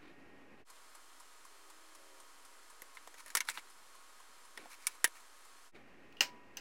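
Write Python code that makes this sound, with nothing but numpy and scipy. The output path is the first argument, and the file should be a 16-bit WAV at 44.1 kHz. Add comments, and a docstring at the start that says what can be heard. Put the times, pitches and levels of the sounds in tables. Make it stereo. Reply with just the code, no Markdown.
"""A bench power supply's plug is pulled, laid on a wooden desk and pushed back in; then its button clicks on.
Each bump of the plug rings the plastic socket strip, knocks the desk and snaps the metal pins. The button snaps
a cap and a spring, and the metal case and the room ring on for a moment. Behind it a room murmurs and a far
engine passes. Through the long middle stretch the murmur gives way to a brighter hiss, and sharp ticks come
four times a second."""
import sys
import numpy as np
from scipy import signal
from scipy.fft import rfft, irfft, next_fast_len
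from scipy.io import wavfile
from scipy.ndimage import map_coordinates

SR = 44100
rng = np.random.default_rng(int(sys.argv[2]) if len(sys.argv) > 2 else 0)


def digitize_waveform(pressure):
    """Quantize a signal to 16-bit integers and store it at the path in sys.argv[1].

    Rows of a 2-D input are taken as channels; values are limited to [-1, 1].
    """
    field = np.atleast_2d(pressure).T
    bounded = np.clip(field, -1, 1)
    quanta = np.round(bounded * 32767).astype(np.int16)
    wavfile.write(sys.argv[1], SR, quanta)


N = 291187
HISS_START_S, HISS_END_S = 0.6464, 5.717


def amp(db):
    """Turn decibels into a gain; amp(-60 * t / t60) fades by 60 dB in t60 seconds."""
    return 10 ** (np.asarray(db) / 20)


def unit(x):
    """Scale a steady sound to an average strength (rms) of 1."""
    return x / np.sqrt(np.mean(x ** 2) + 1e-20)


def unit_hit(x):
    """Scale a short sound, ear by ear, to the energy of 10 ms at rms 1."""
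    return x * np.sqrt(SR / 100 / (np.sum(x ** 2, axis=-1, keepdims=True) + 1e-20))


def along(points, hz):
    """Read between (f/Hz, value) points, on a log frequency scale."""
    freqs, values = np.transpose(points)
    return np.interp(np.log(hz + 1), np.log(freqs + 1), values)


def seconds(size):
    return np.arange(size) / SR


def wobble(rate):
    """A smooth curve through `rate` random values a second."""
    return map_coordinates(rng.standard_normal(int(N * rate / SR) + 4), [seconds(N) * rate])


def filtered(x, response):
    """Pass x through a filter, given as a function of frequency."""
    size = 2 * next_fast_len(x.shape[-1] // 2 + 4096)
    return irfft(rfft(x, size) * response(np.fft.rfftfreq(size, 1 / SR)), size)[..., :x.shape[-1]]


def colour(points):
    """A filter shaped by (f/Hz, level/dB) points that never rings ahead of the sound."""
    def response(hz):
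        cepstrum = irfft(np.log(amp(along(points, hz))))
        cepstrum[1:len(hz) - 1] *= 2
        cepstrum[len(hz):] = 0
        return np.exp(rfft(cepstrum))
    return response


def resonances(modes):
    """A filter that rings at each (f/Hz, width/Hz, level/dB); narrow ones ring longer."""
    return lambda f: sum((-1) ** k * amp(db) * 1j * f * width / (hz * hz - f * f + 1j * f * width)
                         for k, (hz, width, db) in enumerate(modes))


def panned(sound, pan_db):
    """Make the left ear pan_db louder than the right."""
    return sound * amp([[pan_db / 2], [-pan_db / 2]])


def add(track, start_s, sound, pan_db=0):
    """Mix a stereo sound into the track."""
    part = track[:, round(start_s * SR):][:, :sound.shape[1]]
    part += panned(sound, pan_db)[:, :part.shape[1]]


def noise(size, alike):
    """Stereo white noise; `alike` lists (f/Hz, likeness), where 1 is the same in both ears."""
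    mid, side = rng.standard_normal((2, size))
    angle = lambda hz: np.arccos(np.clip(along(alike, hz), -1, 1)) / 2
    mid = filtered(mid, lambda hz: np.cos(angle(hz)))
    side = filtered(side, lambda hz: np.sin(angle(hz)))
    return np.array([mid + side, mid - side])


def whines(tones):
    """Thin tones that waver in strength and pitch."""
    t = seconds(N)
    return sum(np.sqrt(2) * amp(db + 1.9 * wobble(7.5)) * np.sin(2 * np.pi * hz * t + 0.94 * wobble(14))
               for hz, db in tones)


# Tone colour of the room's murmur: f/Hz, relative level/dB
MURMUR_COLOUR = [(15, -46.5), (25, -19), (33, -15), (161, -13), (277, -6), (677, -15), (796, -13.5),
                 (936, -17.5), (1020, -13), (1440, -16), (1840, -16), (2550, -15.5), (3430, -28),
                 (14000, -42.5), (16000, -54)]
# How alike the murmur is in both ears: f/Hz, likeness
MURMUR_ALIKE = [(60, 0.29), (180, 0.8), (550, 0.56), (1650, -0.15), (4970, 0.091), (15000, -0.18)]
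# Faint whines in the room: f/Hz, relative level/dB
MURMUR_WHINES = [(274.5, -75.5), (818.3, -83), (1637, -82), (1836, -85), (1873, -75.5)]
def room_murmur():
    """A low, slightly restless rush with faint whines in it."""
    level = amp(-59.5 + 0.55 * wobble(25))
    rush = unit(filtered(noise(N, MURMUR_ALIKE), colour(MURMUR_COLOUR)))
    return level * rush + amp(1) * whines(MURMUR_WHINES)


# Tone colour of the hiss: f/Hz, relative level/dB
HISS_COLOUR = [(20, -6.5), (50, -14.5), (150, -23), (280, -9.5), (700, -7.5), (1150, -4.5), (1800, -6),
               (2700, -10.5), (5500, -11.5), (9500, -12.5), (11300, -14), (13500, -23), (16000, -25.5)]
# How alike the hiss is in both ears: f/Hz, likeness
HISS_ALIKE = [(60, 0.84), (180, 0.22), (550, 0.57), (1650, 0.53), (4970, 0.11), (15000, 0.1)]
# Whistly bands in the hiss: f/Hz, width/Hz, relative level/dB
HISS_BANDS = [(1380, 150, 0.5), (3155, 110, -3.5), (4280, 130, -2), (5190, 120, -6), (7600, 170, -6),
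              (9000, 710, -6.5)]
# High whines in the hiss: f/Hz, relative level/dB
HISS_WHINES = [(958.2, -76), (1093, -74.5), (1249, -74), (3122, -84), (4215, -84), (5180, -83),
               (6245, -86.5), (6557, -82.5), (7335, -81.5), (7494, -81)]
def bright_hiss():
    """A steady, bright hiss with whistly bands and high whines."""
    hiss = amp(-60.22) * unit(filtered(noise(N, HISS_ALIKE), colour(HISS_COLOUR)))
    bands = amp(-70) * unit(filtered(noise(N, HISS_ALIKE), resonances(HISS_BANDS)))
    return hiss + bands + amp(-0.5) * whines(HISS_WHINES)


def background():
    """Murmur, then hiss, then murmur again; the level dips briefly at each handover."""
    t = seconds(N)
    inside_s = np.minimum(t - HISS_START_S, HISS_END_S - t)  # negative outside the hiss
    murmur_fade = np.clip(-inside_s / 0.04, 0, 1)
    hiss_fade = np.clip(inside_s / 0.05, 0, 1)
    return panned(murmur_fade * room_murmur() + hiss_fade * bright_hiss(), pan_db=-1.4)


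# Engine overtones that get indoors: multiple of the firing rate, relative level/dB
ENGINE_OVERTONES = [(4, -4), (5, 1), (6, -6), (7, -3.5), (8, -7)]
def vehicle():
    """A far engine swells, eases off and sinks in pitch, blurred by its many paths indoors."""
    steady_hz, ease_off_s, sag_hz_per_s, pass_s = 80.2, 1.97, 18, 2.17
    t = seconds(N)
    firing_hz = np.maximum(steady_hz - sag_hz_per_s * np.maximum(t - ease_off_s, 0), steady_hz / 2)
    phase = 2 * np.pi * np.cumsum(firing_hz) / SR
    before, after = np.maximum(pass_s - t, 0), np.maximum(t - pass_s, 0)
    throttle_drop_db = np.minimum(88 * after, 8.5)
    db = -69.5 - 19 * before - throttle_drop_db - 9.5 * after  # swells, drops, coasts away
    drone = sum(amp(level + 4.4 * wobble(4.9)) * np.sin(round(multiple) * phase + 0.9 * wobble(22))
                for multiple, level in ENGINE_OVERTONES)
    return amp(db) * drone


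# Tone colour of one tick: f/Hz, relative level/dB
TICK_COLOUR = [(400, -42.5), (800, -14.5), (1050, 2), (1500, -15.5), (3000, -21), (6000, -15.5),
               (10000, -10.5), (15000, -30)]
def clock():
    """Sharp ticks come four times a second, slowly getting quieter."""
    out, t = np.zeros((2, N)), seconds(SR // 10)
    envelope = amp(-60 * t / 0.057) * (1 - np.exp(-t / 0.0017))
    for start in np.arange(0.699, HISS_END_S - 0.1, 1 / 4):
        burst = noise(len(t), [(1000, 0.9), (8000, 0.19)]) * envelope
        db = -52 - 1.17 * start + rng.normal(0, 0.48)
        add(out, start, amp(db) * unit_hit(filtered(burst, colour(TICK_COLOUR))), pan_db=-2.5)
    return out


# How long the room echoes: f/Hz, time to fade by 60 dB/s
ROOM_FADE = [(200, 0.11), (1000, 0.15), (5000, 0.15), (14000, .14)]
def room_tail():
    """A wash of echoes in which each frequency dies at its own speed."""
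    size = SR // 2
    wash = noise(size, [(300, 0.8), (1500, 0.32), (5000, 0.09)])
    hz, t, spectrum = signal.stft(wash, SR, nperseg=128)
    fade = amp(-60 * t / along(ROOM_FADE, hz)[:, None])
    return signal.istft(spectrum * fade, SR, nperseg=128)[1][:, :size]


# Notes of the wooden desk top: f/Hz, width/Hz, relative level/dB
DESK_NOTES = [(316, 90, -5), (506, 84, 2), (780, 300, -2.5)]
def desk_knock(push):
    """The desk answers a push with a dull knock."""
    return unit_hit(filtered(push, resonances(DESK_NOTES)))


# Tone colour of the struck case: f/Hz, relative level/dB
CASE_COLOUR = [(88, -62), (150, -35), (612, -4), (745, -13), (979, -8.5), (1210, -9.5), (1530, -3),
               (2140, -4), (2810, 1.5), (3420, -9.5), (5050, -2), (8560, -14.5), (9630, -21),
               (10600, -20.5), (16000, -18)]
# Ringing notes of the steel case: f/Hz, relative level/dB, time to fade by 60 dB/s
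CASE_NOTES = [(805, -23, 0.2), (1600, -27, 0.25), (1876, -17, 0.14), (2700, -20.5, 0.13), (2980, -21, .12),
              (3590, -36, .16), (4900, -28, 0.136), (5200, -27, 0.21), (5655, -36, .14), (6950, -35, .12)]
def case_ring(t):
    """The jolted case sounds into the room, and its sheet-metal lid pings longest."""
    echo = amp(-3.5) * unit_hit(filtered(room_tail(), colour(CASE_COLOUR)))
    notes = sum(amp(db - 60 * t / t60) * np.sin(2 * np.pi * (hz * t + rng.random((2, 1))))
                for hz, db, t60 in CASE_NOTES)
    lid = amp(-28 - 60 * t / 0.75) * np.sin(2 * np.pi * 980 * t)
    return echo + notes + lid


def cap_rub():
    """The button's cap scrapes along its guide just before the latch snaps."""
    out, size = np.zeros((2, N)), round(0.04 * SR)
    rub = filtered(noise(size, [(3000, 0.4)]), resonances([(2860, 100, 0)]))
    add(out, 6.166, amp(-62.5) * unit(rub * signal.windows.tukey(size, 0.3)), pan_db=-4)
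    return out


# Notes of the button's plastic cap: f/Hz, width/Hz, relative level/dB
CAP_NOTES = [(2845, 137, 7.5), (5100, 790, -11)]
# Notes of its spring: f/Hz, width/Hz, relative level/dB
SPRING_NOTES = [(6150, 140, 5), (13000, 340, -13), (15250, 650, -10)]
# Clicks going down and coming up (relative levels): t/s, level/dB, cap/dB, spring/dB, case/dB
BUTTON_CLICKS = [(6.125, -56, -2, -7, -18), (6.168, -53, -1, -10, -13), (6.2067, -19.5, -1, -5, -1),
                 (6.570, -39.5, -4.5, 4.5, -0.5)]
def button():
    """The latch snaps the cap and spring; the desk thumps and the case rings on."""
    out, t = np.zeros((2, N)), seconds(SR // 2)
    envelope = amp(-60 * t / 0.013) * (1 - np.exp(-t / 0.00036))
    for start, db, cap_db, spring_db, case_db in BUTTON_CLICKS:
        snap = noise(len(t), [(1000, 0.7), (6000, 0.093)]) * envelope
        cap = amp(cap_db - 3) * unit_hit(filtered(snap, resonances(CAP_NOTES)))
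        spring = amp(spring_db - 8) * unit_hit(filtered(snap, resonances(SPRING_NOTES)))
        case_and_desk = amp(case_db) * (case_ring(t) + amp(-23) * desk_knock(snap))
        add(out, start, amp(db) * (cap + spring + case_and_desk), pan_db=-2)
    return out


def contact(t60, crack_db, tail_db):
    """Two hard things meet: a sharp crack, quick echoes off things nearby and a weak tail."""
    t = seconds(SR // 5)
    scatter = noise(len(t), [(500, 1.0), (2000, 0.72), (4000, 0.4), (10000, 0)])
    burst = noise(len(t), [(500, 0.93), (2000, 0.021), (4000, 0.17), (10000, 0)])
    crack = unit_hit(burst * amp(-60 * t / 0.0028))
    echoes = unit_hit(scatter * amp(-60 * t / t60))
    tail = unit_hit(scatter * amp(-60 * t / 0.045))
    return echoes + amp(crack_db) * crack + amp(tail_db) * tail


def ping(hz, width_hz, size):
    """One struck note, reaching the right ear a moment after the left."""
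    t = np.maximum(seconds(size) - np.array([[0], [1]]) / SR, 0)
    envelope = np.exp(-np.pi * width_hz * t) * (1 - np.exp(-t / 0.0006))
    return unit_hit(np.sin(2 * np.pi * hz * t) * envelope)


# Notes of the plastic socket strip: f/Hz, width/Hz, relative level/dB
STRIP_NOTES = [(974, 120, -0.5), (1466, 285, 0.5), (1830, 130, 2.5), (2230, 200, 5.5), (2670, 650, -2),
               (3930, 730, -4)]
# The strip's lower rings are wider, so they die sooner: f/Hz, width/Hz
RING_WIDTHS = [(1300, 490), (1800, 400), (2150, 120)]
# A small shell gives off little bass: f/Hz, relative level/dB
SHELL_COLOUR = [(150, -27), (600, -9.5), (950, 2.5)]
# Tone colour of the metal pins: f/Hz, relative level/dB
PIN_COLOUR = [(2000, -24.5), (4500, -9), (5600, -3), (6800, -4.5), (7600, -4.5), (9000, -3.5),
              (10400, -1.5), (12200, -8.5), (14000, -12), (16000, -12)]
def clack(body_db, ring_hz, knock_db, snap_db, pin_hz):
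    """One bump of the plug rings the plastic strip, knocks the desk and snaps the metal pins."""
    push = contact(t60=0.054, crack_db=-10, tail_db=-13)
    size, ring_width = push.shape[1], along(RING_WIDTHS, ring_hz)
    shell = amp(-0.5) * unit_hit(filtered(push, resonances(STRIP_NOTES)))
    # the struck spot is heard directly, then again off things nearby
    ring = ping(ring_hz, ring_width, size)
    ring_echo = amp(-1.5) * unit_hit(filtered(push, resonances([(ring_hz, ring_width, 0)])))
    body = amp(body_db) * unit_hit(filtered(ring + ring_echo + shell, colour(SHELL_COLOUR)))
    knock = amp(knock_db) * desk_knock(contact(t60=0.043, crack_db=4, tail_db=-9))
    pin_push = contact(t60=0.037, crack_db=-5, tail_db=-21.5)
    pin_echo = amp(1.5) * unit_hit(filtered(pin_push, resonances([(pin_hz, 800, 0)])))
    pin_ring = amp(-7.5) * (ping(pin_hz, 650, size) + pin_echo)
    pin_click = unit_hit(filtered(pin_push, colour(PIN_COLOUR)))
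    snap = amp(snap_db + 3) * unit_hit(pin_click + pin_ring)
    # the strip lies to the right, and the far ear loses more treble than bass
    return panned(body + knock, pan_db=-1.4) + panned(snap, pan_db=-3.5)


# Rumble of the desk under a sliding hand: f/Hz, relative level/dB
RUMBLE_COLOUR = [(60, -26), (160, -17), (290, 3), (480, -6), (750, -7.5), (1100, -22), (2500, -52)]
def slide(length_s, plastic_db, hiss_db, desk_db):
    """Sliding is a run of tiny slips that shake the plastic, the pins and the desk."""
    size = max(round(length_s * SR), 64)
    slips = noise(size, [(500, 0.52), (6000, 0.061)]) * amp(2.1 * wobble(445)[:size])
    slips *= signal.windows.tukey(size, 0.6)  # fade in and out
    plastic = amp(plastic_db) * unit(filtered(slips, resonances(STRIP_NOTES)))
    hiss = amp(hiss_db) * unit(filtered(slips, colour(PIN_COLOUR)))
    rumble = amp(desk_db) * unit(filtered(slips, colour(RUMBLE_COLOUR)))
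    return plastic + hiss + rumble


# Plug and cable sliding: start/s, end/s, level/dB
PLUG_SCRAPES = [(3.169, 3.22, -57.5), (3.252, 3.339, -62.5), (3.357, 3.399, -49), (3.463, 3.533, -50.5),
                (3.516, 3.614, -55), (4.696, 4.761, -57), (4.775, 4.98, -62), (5.142, 5.19, -62)]
# A hand brushing the desk and case: start/s, end/s, level/dB
HAND_RUBS = [(0.0, 0.135, -65), (4.552, 4.679, -62), (5.74, 5.781, -61), (6.28, 6.303, -61)]
def scrapes_and_rubs():
    """The hard plug scrapes brightly; the soft hand makes more rumble and less hiss."""
    out = np.zeros((2, N))
    for start, end, db in PLUG_SCRAPES:
        add(out, start, slide(end - start, db, hiss_db=db - 2, desk_db=db - 29.5), pan_db=-1)
    for start, end, db in HAND_RUBS:
        add(out, start, slide(end - start, db, hiss_db=db - 22, desk_db=db), pan_db=0.5)
    return out


def plug_wiggle():
    """Rocked loose in its socket, the plug catches and lets go in faint, uneven ticks."""
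    start_s, end_s, gap_s = 3.248, 3.292, 0.022
    out = np.zeros((2, N))
    for slot in np.arange(start_s, end_s - gap_s / 2, gap_s):
        db = rng.normal(-57, 1.5)
        start = slot + gap_s * rng.uniform(0.2, 0.93)
        add(out, start, clack(db, ring_hz=1780, knock_db=db - 10, snap_db=db, pin_hz=9700))
    return out


# The plug's bumps on socket and desk (relative levels):
# t/s, plastic level/dB, ring f/Hz, desk level/dB, pin level/dB, pin f/Hz
PLUG_BUMPS = [(2.8197, -52.5, 2050, -57.5, -51.5, 11400), (2.971, -48, 2100, -68, -66, 4600),
              (3.074, -52.5, 960, -55.5, -57, 7600), (3.142, -56, 1900, -64, -62, 6700),
              (3.3028, -52.5, 1760, -69, -53, 7100), (3.3514, -32, 1250, -49, -29, 8600),
              (3.3707, -34, 1830, -54, -32.5, 5520), (3.4053, -33.5, 2160, -64, -37, 6200),
              (3.4876, -34.5, 1550, -64, -41.5, 4430), (3.498, -48, 2090, -55.5, -41.5, 8400),
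              (3.5739, -41, 1370, -69, -61, 4540), (3.5802, -50, 1800, -56, -59, 4470),
              (4.575, -45.5, 1900, -59, -54, 5300), (4.657, -69, 900, -51, -78, 7500),
              (4.869, -35.5, 2263, -58, -30.5, 9300), (5.0433, -24.5, 1740, -41, -24.5, 10250),
              (5.075, -53.5, 1670, -55, -52, 10300)]
def plug():
    """The plug clacks as it is gripped, pulled, laid down, picked up and pushed home."""
    out = np.zeros((2, N))
    for start, *bump in PLUG_BUMPS:
        add(out, start, clack(*bump))
    return out


def scene():
    """The plug and button, over the clock, the far engine and the background."""
    power_supply = plug() + plug_wiggle() + scrapes_and_rubs() + cap_rub() + button()
    return power_supply + clock() + vehicle() + background()


def record(dry):
    """Cut off the very highest treble and shift the wave slightly off zero."""
    top_hz, offset = 16050, 0.0011
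    return filtered(dry, lambda hz: 1 / (1 + (hz / top_hz) ** 120)) + offset


dry = scene()
out = record(dry)
digitize_waveform(out)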